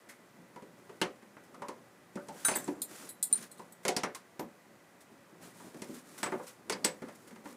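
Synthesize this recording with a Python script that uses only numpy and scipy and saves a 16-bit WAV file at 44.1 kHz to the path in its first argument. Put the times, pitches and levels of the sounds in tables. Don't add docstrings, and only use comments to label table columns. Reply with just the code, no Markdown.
import sys
import numpy as np
from scipy import signal
from scipy.io import wavfile

SR = 44100
rng = np.random.default_rng(int(sys.argv[2]) if len(sys.argv) > 2 else 0)


def unload_wav(signal):
    wavfile.write(
        sys.argv[1],
        SR,
        np.round(np.clip(np.atleast_2d(signal).T, -1, 1) * 32767).astype(np.int16),
    )


N = 333396
CENTRES = np.geomspace(34, 15000, 27)
RING_N = SR // 2
RING_TIME = np.arange(RING_N) / SR


def from_db(db):
    return 10 ** (np.asarray(db) / 20)


def rms_one(x):
    return x / np.sqrt(np.mean(x ** 2))


def at_hz(points, hz):
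    f, value = np.transpose(points)
    return np.interp(np.log(hz), np.log(f), value)


def fade(t, t60):
    return np.exp(-np.log(1000) * t / t60)


def add(out, s, sound):
    start = int(s * SR)
    out[start:start + len(sound)] += sound[:N - start]


def noise_bands():
    edge = np.sqrt(CENTRES[1] / CENTRES[0])
    bands = []
    for hz in CENTRES:
        band_filter = signal.butter(3, [hz / edge, hz * edge], "band", fs=SR, output="sos")
        bands.append(rms_one(signal.sosfilt(band_filter, rng.standard_normal(N))))
    return np.array(bands)


def coloured_noise(table, bands):
    return from_db(at_hz(table, CENTRES)) @ bands


def flutter(rate):
    knots = rng.standard_normal(4096)
    return np.interp(np.arange(N) / SR * rate, np.arange(len(knots)), knots)


def resonate(x, hz, q):
    return signal.lfilter(*signal.iirpeak(hz, q, fs=SR), x)


def ringing(modes, gains, length):
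    hz, _, t60 = np.transpose(modes)
    signs = rng.choice([-1, 1], len(hz))
    sines = np.sin(2 * np.pi * hz[:, None] * RING_TIME)
    return (gains * signs) @ (sines * fade(RING_TIME, t60[:, None] * length))


# (time [s], body level [dB], clack re body [dB],
# crack re body [dB], resonance of the struck spot [Hz], its lift [dB])
KNOCKS = [(0.093, -66, 15.5, 5, 2060, 14.5), (0.386, -53, -15, -16, 178, 23),
          (0.56, -43, -6, -10.5, 990, 12.5), (.622, -42, -14, -14, 450, 0),
          (.894, -44, -1.5, -11, 422, 2.5), (1.015, -26, 1.5, 1, 392, 7), (1.021, -35.5, -11, -21, 182, 13),
          (1.223, -57, 2, -3, 210, 20), (1.367, -48, 4, -17, 1520, 3), (1.487, -63, -23, -20, 240, 19),
          (1.544, -55, -5, 2, 1170, 21), (1.62, -41, -0.5, -6, 1000, 16),
          (1.684, -38.5, -9.5, -0.5, 1050, 19), (2.156, -32.5, -17, -11.5, 232, 8.5),
          (2.171, -38, -2.5, -36, 1470, 9.5), (2.285, -41, -11.5, -1, 845, 18.5),
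          (2.448, -42, 3.5, 12.5, 1390, 14), (2.483, -29.5, 3.5, 2.5, 850, 5), (2.512, -35, -1, 2, 660, 14),
          (2.556, -32, -3.5, -9, 1760, 11), (2.677, -35.5, -7.5, -5.5, 894, 13.5),
          (2.683, -35.5, -27, -26, 298, 18), (2.73, -40, -20, -30, 282, 8),
          (3.594, -44, -11, -7, 1050, 17.5), (3.851, -30, -1, 2, 507, 12), (3.881, -32, 0, 12, 387, 10),
          (3.887, -34.5, -4.5, 4.5, 744, 20.5), (3.9651, -28.5, -5, 6, 730, 6),
          (4.034, -28.5, 4.5, -3, 616, 2.5), (4.148, -54, 8, 19, 1070, 14),
          (4.394, -29, -13, -9, 884, 10.5), (4.398, -38, -10, -28, 235, 14), (5.117, -50, -18, -12, 260, 9),
          (5.324, -48.5, -18, -24.5, 545, 1), (5.601, -53, 2, -12.5, 1200, 10.5),
          (5.744, -46, -9.5, -6, 277, 13.5), (5.819, -37, -9.5, 1, 288, 2),
          (5.894, -36.5, -32, -37, 259, 13), (6.2302, -33.5, 7, 7, 970, 3), (6.26, -32.5, 2.5, -7, 374, 7),
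          (6.321, -34.5, 5, -15, 370, 13.5), (6.335, -42.5, -2, -30, 650, 20.5),
          (6.396, -48.5, 10.5, -38, 513, 14.5), (6.697, -33, 2.5, 8, 432, 12),
          (6.722, -35, 0.5, 3.5, 434, 1), (6.846, -28.5, 1.5, 11, 433, 5.5),
          (7.02, -36, -4.5, -15, 254, 12.5), (7.085, -51.5, 5, 1, 594, 11),
          (7.308, -50.5, -2.5, -4, 221, 21.5), (7.359, -48, -3, -6, 201, 11),
          (7.456, -42, -0.5, -10, 268, 11)]
# (frequency [Hz], level [dB], t60 when not held [s])
HULL_MODES = [(180.4, -10, 0.28), (228.4, 2.5, 0.11), (287, 5.5, 0.098), (313, 1.5, 0.14), (372, 7.5, 0.13),
              (397.5, 0, 0.11), (435.4, 1, 0.24), (508.6, -0.5, 0.33), (574, -0.5, 0.31),
              (616, -11.5, 0.18), (643.7, 1, 0.13), (726, -2.5, 0.25), (792, -3.5, 0.29),
              (889.5, 5.5, 0.14), (973.5, 4.5, 0.13), (1061, -9, 0.28), (1410, -10.5, 0.091),
              (1522, -18, 0.13), (1740, -5.5, 0.17), (2080, 3.5, 0.096), (2180, -9, 0.32)]
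# (frequency [Hz], level per band [dB])
PLANK_LEVELS = [(60, -22.5), (110, -25), (180, -2.5), (400, -2), (700, -4), (1200, 1), (2100, 0.5),
                (3300, -6), (4700, -5), (7000, -3.5), (9500, -4), (12000, -13.5), (15500, -17.5)]
# (frequency [Hz], t60 when not held [s])
PLANK_DECAY = [(100, 0.22), (260, 0.32), (700, 0.24), (1840, 0.21), (4850, 0.18), (12800, 0.1)]
HELD_RING = 0.91


def knocks(bands, modes_db=-15, planks_db=-16.0, crack_db=5, crack_s=0.0065, swell_s=0.0028,
           swell_cycles=0.95, scatter_db=3.0, body_hz=450, clack_hz=1300, crack_hz=5500, spot_q=6.76):
    out, t = np.zeros(N), RING_TIME
    mode_hz, mode_db, _ = np.transpose(HULL_MODES)
    hz = CENTRES[:, None]
    swell = 1 - np.exp(-t * hz / swell_cycles)
    crack = 1 + from_db(crack_db) * hz / (hz + 2000) * np.exp(-t / crack_s)
    shape = swell * crack * fade(t, at_hz(PLANK_DECAY, hz) * HELD_RING)
    for s, body_db, clack_db, crack_rel_db, spot_hz, lift_db in KNOCKS:
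        force = [(body_hz, body_db), (clack_hz, body_db + clack_db), (crack_hz, body_db + crack_rel_db)]
        start = rng.integers(N - RING_N)
        dense = bands[:, start:start + RING_N] * shape
        dense *= np.sqrt(np.sum(shape ** 2, axis=1) / np.sum(dense ** 2, axis=1))[:, None]
        planks = from_db(planks_db + at_hz(PLANK_LEVELS, CENTRES) + at_hz(force, CENTRES)) @ dense
        scatter = scatter_db * rng.standard_normal(len(mode_hz))
        strengths = from_db(modes_db + mode_db + at_hz(force, mode_hz) + scatter)
        low_modes = ringing(HULL_MODES, strengths, HELD_RING) * (1 - np.exp(-t / swell_s))
        blow = planks + low_modes
        spot = (from_db(lift_db) - 1) * resonate(blow, spot_hz, spot_q)
        add(out, s, blow + spot)
    return out


def thumps(thump_db=-2, thump_hz=200, thump_t60=.035, radiate_hz=125):
    out = np.zeros(N)
    throb = np.sin(2 * np.pi * thump_hz * RING_TIME) * fade(RING_TIME, thump_t60)
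    for s, body_db, *_ in KNOCKS:
        add(out, s, from_db(body_db + thump_db) * throb)
    return signal.sosfilt(signal.butter(2, radiate_hz, "high", fs=SR, output="sos"), out)


# (time [s], level [dB], pitch [Hz])
SNAPS = [(1.0157, -27, 3040), (1.0147, -35, 4230), (3.851, -37.5, 2130), (3.882, -30, 2230),
         (3.9647, -30, 5030), (4.0347, -37.5, 5640), (6.2311, -34, 1510), (6.724, -33, 4800),
         (6.8438, -29.5, 4770)]


def snaps(q=10.0, t60=0.068):
    out = np.zeros(N)
    for s, level_db, hz in SNAPS:
        noise = rng.standard_normal(RING_N)
        slips = rms_one(resonate(resonate(noise, hz, q / 2), hz, q / 2))
        add(out, s, from_db(level_db) * slips * fade(RING_TIME, t60))
    return out


# (time [s], level [dB], most excited frequency [Hz],
# loss away from it [dB per octave], ring length [factor])
CLINKS = [(2.4485, -27, 7900, 26, 1.8), (2.467, -22, 8050, 32, 0.81), (2.553, -31, 12380, 5, 0.39),
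          (2.5579, -20, 7900, 21, 0.4), (2.564, -30, 14000, 43, 0.56), (2.643, -25, 7300, 66, 0.099),
          (2.8176, -24, 11000, 2.5, 0.43), (3.09, -36, 10500, 4, 0.82), (3.227, -14, 8810, 15.5, 0.4),
          (3.327, -7.5, 9000, 65.5, .28), (3.5148, -37, 7700, 12, 0.32), (3.5807, -50.5, 4200, 10, 0.7),
          (3.7224, -43, 7900, 11, 0.31), (4.15, -42, 11570, -0.5, .62), (4.395, -44.5, 13630, 29, 0.6),
          (6.24, -27, 8050, 100, 0.35), (6.847, -18.5, 7900, 106, 0.4)]
# (frequency before detuning [Hz], level [dB], t60 before the factor [s])
WRENCH_MODES = [(3780, -11.5, 0.1), (4160, -3, .07), (4000, -13, 0.23), (4260, -18, 0.059),
                (4700, -16.5, .04), (7330, -17.5, 0.064), (7400, -16, 0.4), (7970, -1, 0.11),
                (7990, -6, 0.134), (8410, -14, 0.09), (8800, -25, .16), (9034, 2.5, 0.16),
                (10000, -14.5, 0.058), (9550, -11, .13), (10030, -10, 0.099), (11000, -11.5, 0.06),
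                (11150, -3.5, 0.1134), (13080, -18.5, 0.078), (13240, -3, 0.16), (13820, -6, .09),
                (14780, -15, 0.11)]
# (frequency [Hz], level per band [dB])
TICK = [(50, -40.5), (700, -25), (2000, -26.5), (3100, -21), (4200, -5), (5500, -19.5), (7500, 0.5),
        (9300, 1.5), (12000, -3), (15000, -7.5)]
TICK_DB, TICK_LOSS_OCTAVES = -4.5, 0.49
BOUNCE_S, BOUNCE_DB = 0.0084, -11.5


def wrench(bands, ring_db=-2.0, tick_t60=0.043, most_loss_db=22, grip_detune=0.0028,
           scatter_db=4.0, contact_s=0.00085):
    out, t = np.zeros(N), RING_TIME
    hz, mode_db, t60 = np.transpose(WRENCH_MODES)
    tick = rms_one(coloured_noise(TICK, bands))
    soft_start = 1 - np.exp(-t / contact_s)
    for s, level_db, focus_hz, slope_db, length in CLINKS:
        loss_db = np.minimum(slope_db * np.abs(np.log2(hz / focus_hz)), most_loss_db)
        tick_gain = from_db(TICK_DB - TICK_LOSS_OCTAVES * slope_db)
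        for delay, touch_db in ((0, level_db), (BOUNCE_S, level_db + BOUNCE_DB)):
            gains = from_db(mode_db - loss_db + scatter_db * rng.standard_normal(len(hz)))
            gains /= np.linalg.norm(gains)
            held_hz = hz * (1 + grip_detune * rng.standard_normal(len(hz)))
            held_modes = np.column_stack([held_hz, mode_db, t60])
            ring = from_db(ring_db) * ringing(held_modes, gains, length)
            start = rng.integers(N - RING_N)
            contact = tick_gain * tick[start:start + RING_N] * fade(t, tick_t60)
            add(out, s + delay, from_db(touch_db) * (ring + contact) * soft_start)
    return out


RATTLE_START_S, RATTLE_S = 2.45, 0.14
RATTLE_PER_S, RATTLE_DB, RATTLE_T60 = 290, -49, 0.0094
RATTLE_LOW_HZ, RATTLE_HIGH_HZ = 2500, 7000


def rattle(size_db=4):
    out, t = np.zeros(N), np.arange(RING_N // 10) / SR
    for when, pitch, size in rng.random((int(RATTLE_PER_S * RATTLE_S), 3)):
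        hz = RATTLE_LOW_HZ * (RATTLE_HIGH_HZ / RATTLE_LOW_HZ) ** pitch
        gain = from_db(RATTLE_DB - size_db * np.log(1 - size))
        ring = np.sin(2 * np.pi * hz * t) * fade(t, RATTLE_T60)
        add(out, RATTLE_START_S + when * RATTLE_S, gain * ring)
    return out


def hull_echoes(x, echo_db=-7, t60=0.14, delay_s=0.0038):
    echoes = rng.standard_normal(RING_N) * fade(RING_TIME, t60) * (RING_TIME > delay_s)
    echoes /= np.linalg.norm(echoes)
    return x + from_db(echo_db) * signal.fftconvolve(x, echoes)[:N]


# (time [s], level [dB])
BOLT_HITS = [(2.4501, -26.5), (2.556, -52)]
# (frequency [Hz], level [dB], t60 [s])
BOLT_MODES = [(1560, -7.5, 0.19), (1710, -21, 0.12), (3876, -7.5, .1), (6143, -19.5, 0.46),
              (6330, -8.5, .33), (6440, -25, .17), (9500, -15, 0.13), (9500, 4.5, 0.24),
              (11865, -13.5, .18), (13200, -8.5, 0.14), (13350, -20, .13), (13740, -16.5, .14),
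              (15284, -28, 0.16)]


def bolt():
    out = np.zeros(N)
    mode_db = np.array(BOLT_MODES)[:, 1]
    for s, level_db in BOLT_HITS:
        add(out, s, ringing(BOLT_MODES, from_db(level_db + mode_db), 1))
    return out


MOVE_CREST, MOVE_ROUNDNESS = 0.39, 0.61


def arm_speed(length):
    count = int(length * SR)
    phase = np.interp(np.arange(count) / count, [0, MOVE_CREST, 1], [0, np.pi, 0])
    return np.sin(phase / 2) ** MOVE_ROUNDNESS


CATCHES_PER_S, CATCH_DB, CATCH_S = 57, -6, 0.0012


def catches():
    snags = (rng.random(N) < CATCHES_PER_S / SR) * rng.exponential(1, N)
    flares = signal.lfilter([1], [1, -np.exp(-1 / (CATCH_S * SR))], snags)
    return 1 + from_db(CATCH_DB) * flares


# (start time [s], length [s], sleeve rustle level [dB], hull rumble level [dB])
MOVES = [(.75, 0.45, -79, -67), (1.46, 0.36, -94, -58), (2.126, 0.37, -71, -60.5), (2.32, 0.42, -56.5, -61),
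         (2.586, 0.32, -73, -52.5), (2.878, 0.25, -53, -55.5), (3.297, 0.19, -55, -60.5),
         (3.48, 0.26, -74.5, -63), (5.4, 0.13, -64.5, -57.5), (5.535, 0.21, -61.5, -59),
         (5.734, 0.19, -65, -54), (5.872, 0.16, -60.5, -65), (6.034, 0.32, -60.5, -61),
         (6.29, 0.2, -66.5, -61.5), (6.423, 0.087, -64.5, -68), (6.663, 0.34, -71.5, -53.5),
         (6.94, 0.5, -70, -61.5), (7.437, .12, -60.5, -55)]
# (time [s], level before the swell and fade [dB], fade time constant [s])
SCUFFS = [(0.088, -48.5, 0.021), (1.435, -62, 0.014), (3.375, -52, 0.0083), (3.424, -44.5, 0.01),
          (3.832, -54, 0.0099), (5.005, -52.5, 0.012), (5.413, -55.5, 0.05), (5.842, -56, 0.0038),
          (5.937, -53, 0.03), (6.177, -45, 0.021), (6.466, -47, 0.031), (7.15, -57, 0.009),
          (7.271, -54, 0.014)]
# (frequency [Hz], level per band [dB])
CLOTH = [(50, -37), (500, -22), (1500, 1.5), (3000, -1.5), (5000, 1.5), (9000, 7), (12000, 1.5),
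         (15500, -1)]
# (frequency [Hz], level per band [dB])
RUMBLE = [(35, -48), (60, -31.5), (90, -11), (125, -11.5), (190, 9), (330, 7.5), (600, 2.5), (1200, -3),
          (2500, -21), (5000, -34.5)]
RESTING_RUSTLE_DB, RESTING_RUMBLE_DB = -76, -68


def rubbing(bands, grain_db=1.0, lumps_db=3.5):
    t = RING_TIME
    rustle = np.full(N, from_db(RESTING_RUSTLE_DB))
    rumble = np.full(N, from_db(RESTING_RUMBLE_DB))
    for s, length, rustle_db, rumble_db in MOVES:
        speed = arm_speed(length)
        add(rustle, s, from_db(rustle_db) * speed)
        add(rumble, s, from_db(rumble_db) * speed)
    for s, level_db, length in SCUFFS:
        swell = 1 - np.exp(-4.0 * t / length)
        add(rustle, s, from_db(level_db) * swell * np.exp(-t / length))
    grains = from_db(grain_db * flutter(240)) * catches()
    cloth = rms_one(coloured_noise(CLOTH, bands)) * grains
    hull = rms_one(coloured_noise(RUMBLE, bands)) * from_db(lumps_db * flutter(25))
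    return rustle * cloth + rumble * hull


def workshop(x, wet_db=-17, t60=0.22, delay_s=0.011, wall_hz=5000):
    tail = rng.standard_normal(RING_N) * fade(RING_TIME, t60) * (RING_TIME > delay_s)
    tail /= np.linalg.norm(tail)
    tail = signal.sosfilt(signal.butter(1, wall_hz, fs=SR, output="sos"), tail)
    return x + from_db(wet_db) * signal.fftconvolve(x, tail)[:N]


# (frequency [Hz], level per band [dB])
ROOM = [(35, -112), (55, -101), (85, -88), (130, -78.5), (250, -73.5), (600, -72.5), (1300, -72),
        (2000, -72.5), (3000, -79.5), (5000, -80.5), (8000, -79), (12000, -81), (15500, -82)]
# (frequency [Hz], level [dB])
DRONE = [(120, -79), (176, -73), (365, -77), (563, -73.5), (1970, -76.5)]


def room_tone(drone_q=25):
    out = coloured_noise(ROOM, noise_bands())
    for hz, level_db in DRONE:
        noise = rng.standard_normal(N)
        drone = resonate(resonate(noise, hz, drone_q), hz, drone_q)
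        out += from_db(level_db) * rms_one(drone)
    return out


def scene():
    bands = noise_bands()
    wood = knocks(bands) + thumps() + snaps()
    steel = hull_echoes(wrench(bands) + rattle()) + bolt()
    mix = workshop(wood + steel) + rubbing(bands) + room_tone()
    return mix[None]


def record(dry, bass_hz=30, cutoff_hz=15500):
    thin = signal.sosfilt(signal.butter(1, bass_hz, "high", fs=SR, output="sos"), dry)
    return signal.sosfilt(signal.ellip(10, .3, 80, cutoff_hz, fs=SR, output="sos"), thin)


dry = scene()
out = record(dry)
unload_wav(out)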